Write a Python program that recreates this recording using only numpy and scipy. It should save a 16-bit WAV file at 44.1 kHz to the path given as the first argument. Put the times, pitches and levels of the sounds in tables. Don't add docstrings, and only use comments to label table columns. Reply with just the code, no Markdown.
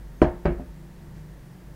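import sys
import numpy as np
from scipy import signal
from scipy.fft import rfft, irfft
from scipy.io import wavfile

SR = 44100
rng = np.random.default_rng(int(sys.argv[2]) if len(sys.argv) > 2 else 0)


def boost(x):
    u = np.asarray(x, float) / 20
    return 10 ** u


def wav_out(sig):
    wavfile.write(sys.argv[1], SR, np.round(np.clip(np.atleast_2d(sig).T, -1, 1) * 32767).astype(np.int16))


N = 77175
T = np.arange(N) / SR

# frequency in Hz, width in Hz, level in dB rms.
HUM = [(49.5, 4, -45.5), (93, 1.8, -67), (129.4, 6.3, -52.5), (151.8, 3.5, -48.5), (179.3, 4.2, -52),
       (201.5, 24, -60), (341, 8.1, -62), (581, 10, -71), (915, 13, -71), (1815, 234, -67.5)]
# frequency in Hz, level in dB.
AIR_COLOUR = [(20, -4), (60, -14.5), (90, -12.5), (180, -17), (300, -17), (700, -25.5), (2200, -35),
              (3500, -38)]
# start in seconds, length in seconds, frequency in Hz, level in dB.
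SQUEAKS = [
    (.178, .036, 6330, -68),
    (.242, .012, 6330, -65),
    (.515, .025, 9050, -72),
]
# start in seconds, level in dB, contact time in ms,
# signed side of the rocking base (-1 to +1).
FIRST_CONTACTS = [
    (.2166, -31, 0.17, 1),
    (.2173, -11.5, 0.58, 1),
    (.2181, -2, 1.09, -1),
    (.2295, -25, 0.27, -0.17),
    (.2328, -18, 1.2, -1),
    (.2450, -26, 0.35, 1),
    (.2580, -44, 1.5, -1),
    (.2875, -39, 0.48, -1),
    (.343, -29, 2.2, 1),
]
SECOND_CONTACTS = [
    (.4502, -43, 0.14, 0.48),
    (.4518, -23.5, .7, -0.7),
    (.4553, -11.5, 0.46, 0.89),
    (.4605, -29.5, 0.79, 0.61),
    (.4650, -23, .8, -1.05),
    (.4725, -40, 0.36, 0.24),
]
SETTLE_CONTACTS = [
    (.5860, -34, 0.83, 0.47),
    (.5960, -27, 1.26, 0.85),
]
# start in seconds, level in dB, contact time in ms, signed side.
WEIGHT = [
    (.2190, -14, 0.7, -1.62),
    (.4560, -20.5, 1.5, -1.05),
    (.5900, -38.5, 1.7, -1),
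]
# frequency in Hz, level in dB, T60 in seconds.
FIRST_MODES = [(288, -11, 0.24), (476, 3.5, 0.05), (500, -3.5, 0.066), (603, -1, 0.13), (629.5, 3.5, 0.2),
               (646, -8.5, .08), (900, -13.5, 0.39), (990, 2.5, 0.071), (1170, -2, 0.081),
               (1290, -11, 0.12)]
SECOND_MODES = [(260, -18, 0.14), (411, 6, 0.12), (582, 9.5, .13), (643, -3.5, .3), (860, -8, 0.2),
                (1103, -15.5, 0.27), (1260, -10, .22), (1455, -13, .2), (1810, -15, .2), (2260, -5.5, .22)]
SETTLE_MODES = [(260, 10.5, 0.21), (599, 4.5, 0.23), (710, 13, 0.076)]
# frequency in Hz, level in dB, T60 in seconds.
THUD = [(366, 14, 0.031), (885, 2, 0.051)]
# frequency in Hz, level in dB, T60 in seconds.
HEAVE = [
    [(35.8, -15, 0.49), (54.8, -5.5, 0.24), (68.2, -2, 0.21), (81.4, -10, 0.1)],
    [(40.6, -3.5, 0.48), (54.6, 4.5, 0.27), (72.3, -4, 0.18), (84, -12, 0.077)],
    [(35, -22, .25), (62, 6.5, 0.41)],
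]
# frequency in Hz, density in dB per Hz.
FIRST_TAIL = [(100, -2.5), (400, -14.5), (900, -17), (1500, -23.5), (2400, -33.5), (3500, -43),
              (7000, -46.5), (12000, -59)]
SECOND_TAIL = [(100, -2), (400, -8), (900, -23), (1500, -22), (2500, -31), (3100, -40), (5000, -50),
               (12000, -61)]
# frequency in Hz, T60 in seconds.
TAIL_T60 = [(100, 0.25), (500, 0.34), (2000, .28), (5000, 0.16), (12000, 0.049)]
# frequency in Hz, density in dB per Hz.
CRACK = [(500, -18), (1500, -13), (2600, -6.5), (4000, -17), (8000, -58), (14000, -56)]
# frequency in Hz, level in dB, T60 in seconds.
CLACK = [
    [(1340, 2, 0.021), (1750, -22, 0.09), (2330, 10, 0.018), (3080, -38, .06), (4900, -19, 0.15),
     (7040, -28, 0.056)],
    [(1580, 2, 0.049), (1795, 4.5, 0.022), (2180, -14, 0.044), (3350, -34, .06), (3970, -15, 0.07),
     (4720, -13.5, .05)],
    [(1110, -8, .03)],
]
RING_DB = [-12.5, -15.5, -14]
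TAIL_DB = [-16.5, -11, -16]
CRACK_DB = [-29, -38, -42]
CLACK_DB = [-23, -23, -26]
# start in seconds, frequency in Hz, peak level in dB, T60 in seconds.
PANEL_NOTES = [
    (.2200, 351, -25, .37),
    (.2200, 727, -33, .24),
    (.2200, 148, -24, .16),
    (.4560, 350, -31, .6),
    (.4560, 163, -30, .25),
]
# centre in seconds, length in seconds, frequency in Hz, level in dB.
SWAY = [
    (1.11, 0.33, 87, -49),
    (0.555, .1, 56, -33),
]
# centre in seconds, length in seconds, centre frequency in Hz, level in dB.
RUSTLES = [
    (1.178, .045, 1800, -65),
    (1.175, .04, 5000, -66),
    (.99, .07, 4000, -72),
]

RESPONSE_T = T[:SR // 2]


def curve(table, hz):
    table = np.array(table, float)
    return np.interp(np.log(np.maximum(hz, 1)), np.log(table[:, 0]), table[:, 1])


def unit(x):
    return x / np.sqrt(np.mean(x ** 2))


def band(hz, width_hz, size=N):
    f = np.fft.rfftfreq(size, 1 / SR)
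    spectrum = rfft(rng.standard_normal(size))
    return unit(irfft(spectrum * np.exp(-.5 * ((f - hz) / width_hz) ** 2), size))


def bell(centre, length):
    return np.exp(-.5 * ((T - centre) / (length / 2)) ** 2)


def push(contacts):
    force = 0
    for start, db, ms, side in contacts:
        pulse = np.exp(-.5 * ((T - start - ms / 1e3) / (ms / 4460.0)) ** 2)
        force = force + side * boost(db) * pulse / (ms * SR / 1e3)
    return force


def rings(modes):
    t = RESPONSE_T
    return sum(boost(db) * np.sin(2 * np.pi * hz * t) * 1000. ** (-t / min(t60, .7)) for hz, db, t60 in modes)


def hear(force, response):
    return signal.fftconvolve(force, response)[:N]


def room():
    steady_share, air_db = .5, -50.5
    hum = 0
    for hz, width_hz, db in HUM:
        share = steady_share * (width_hz < 7)
        tone = np.sqrt(2 * share) * np.sin(2 * np.pi * (hz * T + rng.random()))
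        hum = hum + boost(db) * (tone + np.sqrt(1 - share) * band(hz, width_hz))
    f = np.fft.rfftfreq(N, 1 / SR)
    gain = boost(curve(AIR_COLOUR, f)) * (f > 15) / (1 + (f / 5000) ** 2)
    return hum + boost(air_db) * unit(irfft(rfft(rng.standard_normal(N)) * gain, N))


def glaze_squeaks():
    return sum(boost(db) * bell(start + length / 2, length) * np.sin(2 * np.pi * hz * T)
               for start, length, hz, db in SQUEAKS)


def dense_tail(colour, bands):
    t, rise_s = RESPONSE_T, 0.001
    decaying = sum(boost(curve(colour, hz)) * np.sqrt(hz / 400) * noise * 1000. ** (-t / curve(TAIL_T60, hz))
                   for hz, noise in bands)
    return (1 - np.exp(-t / rise_s)) * decaying


def crack_response(bands):
    t60_s = 0.044
    burst = sum(boost(curve(CRACK, hz)) * np.sqrt(hz / 400) * noise[::-1] for hz, noise in bands[8:])
    return burst * 1000. ** (-RESPONSE_T / t60_s)


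def contact_damping():
    settled_s, t60_s = 0.564, .08
    return 1000. ** (-np.maximum(T - settled_s, 0) / t60_s)


def panel_notes():
    out = 0
    for start, hz, db, t60 in PANEL_NOTES:
        note = np.pad(rings([(hz, db, t60)]), (0, N - len(RESPONSE_T)))
        out = out + np.roll(note, int(start * SR))
    return out


def mug():
    edge_ms, hard_ms, heave_rise_s = .05, 0.43, 0.0084
    third_octaves = 100 * 2 ** (np.arange(22) / 3)
    bands = [(hz, band(hz, hz / 8, size=SR // 2)) for hz in third_octaves]
    crack = crack_response(bands)
    mute = contact_damping()
    heave_rise = 1 - np.exp(-RESPONSE_T / heave_rise_s)
    landings = [(FIRST_CONTACTS, FIRST_MODES, FIRST_TAIL),
                (SECOND_CONTACTS, SECOND_MODES, SECOND_TAIL),
                (SETTLE_CONTACTS, SETTLE_MODES, SECOND_TAIL)]
    out = -mute * panel_notes()
    for k, (contacts, modes, colour) in enumerate(landings):
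        ring = hear(push(contacts), boost(RING_DB[k]) * (rings(modes) + rings(THUD)))
        out = out + (ring if k == 2 else ring * mute)
        out = out + hear(push([WEIGHT[k]]), rings(HEAVE[k]) * heave_rise)
        edges = push([(s, db, edge_ms, side) for s, db, _, side in contacts])
        out = out + hear(edges, boost(TAIL_DB[k]) * dense_tail(colour, bands))
        sharp = push([(s, db - 40 * np.log10(ms / hard_ms), edge_ms, side) for s, db, ms, side in contacts])
        out = out + hear(sharp, boost(CRACK_DB[k]) * crack + boost(CLACK_DB[k]) * rings(CLACK[k]))
    return 2 * out


def desk_sway():
    return sum(boost(db) * bell(centre, length) * np.sin(2 * np.pi * hz * T) for centre, length, hz, db in SWAY)


def sleeve_rustles():
    return sum(boost(db) * bell(centre, length) * band(hz, hz / 2) for centre, length, hz, db in RUSTLES)


def scene():
    return (room() + glaze_squeaks() + mug() + desk_sway() + sleeve_rustles())[None]


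def top_cut(x):
    return signal.sosfilt(signal.butter(12, 16430, fs=SR, output="sos"), x)


def record(dry):
    hiss_db, top_hz = -64.5, 15750
    x = dry + boost(hiss_db) * rng.standard_normal(dry.shape)
    x = signal.sosfilt(signal.ellip(10, .2, 80, top_hz, fs=SR, output="sos"), x)
    mix = x / (1 + np.abs(x) ** 6) ** (1 / 6) * 0.96
    return top_cut(mix)


dry = scene()
out = record(dry)
wav_out(out)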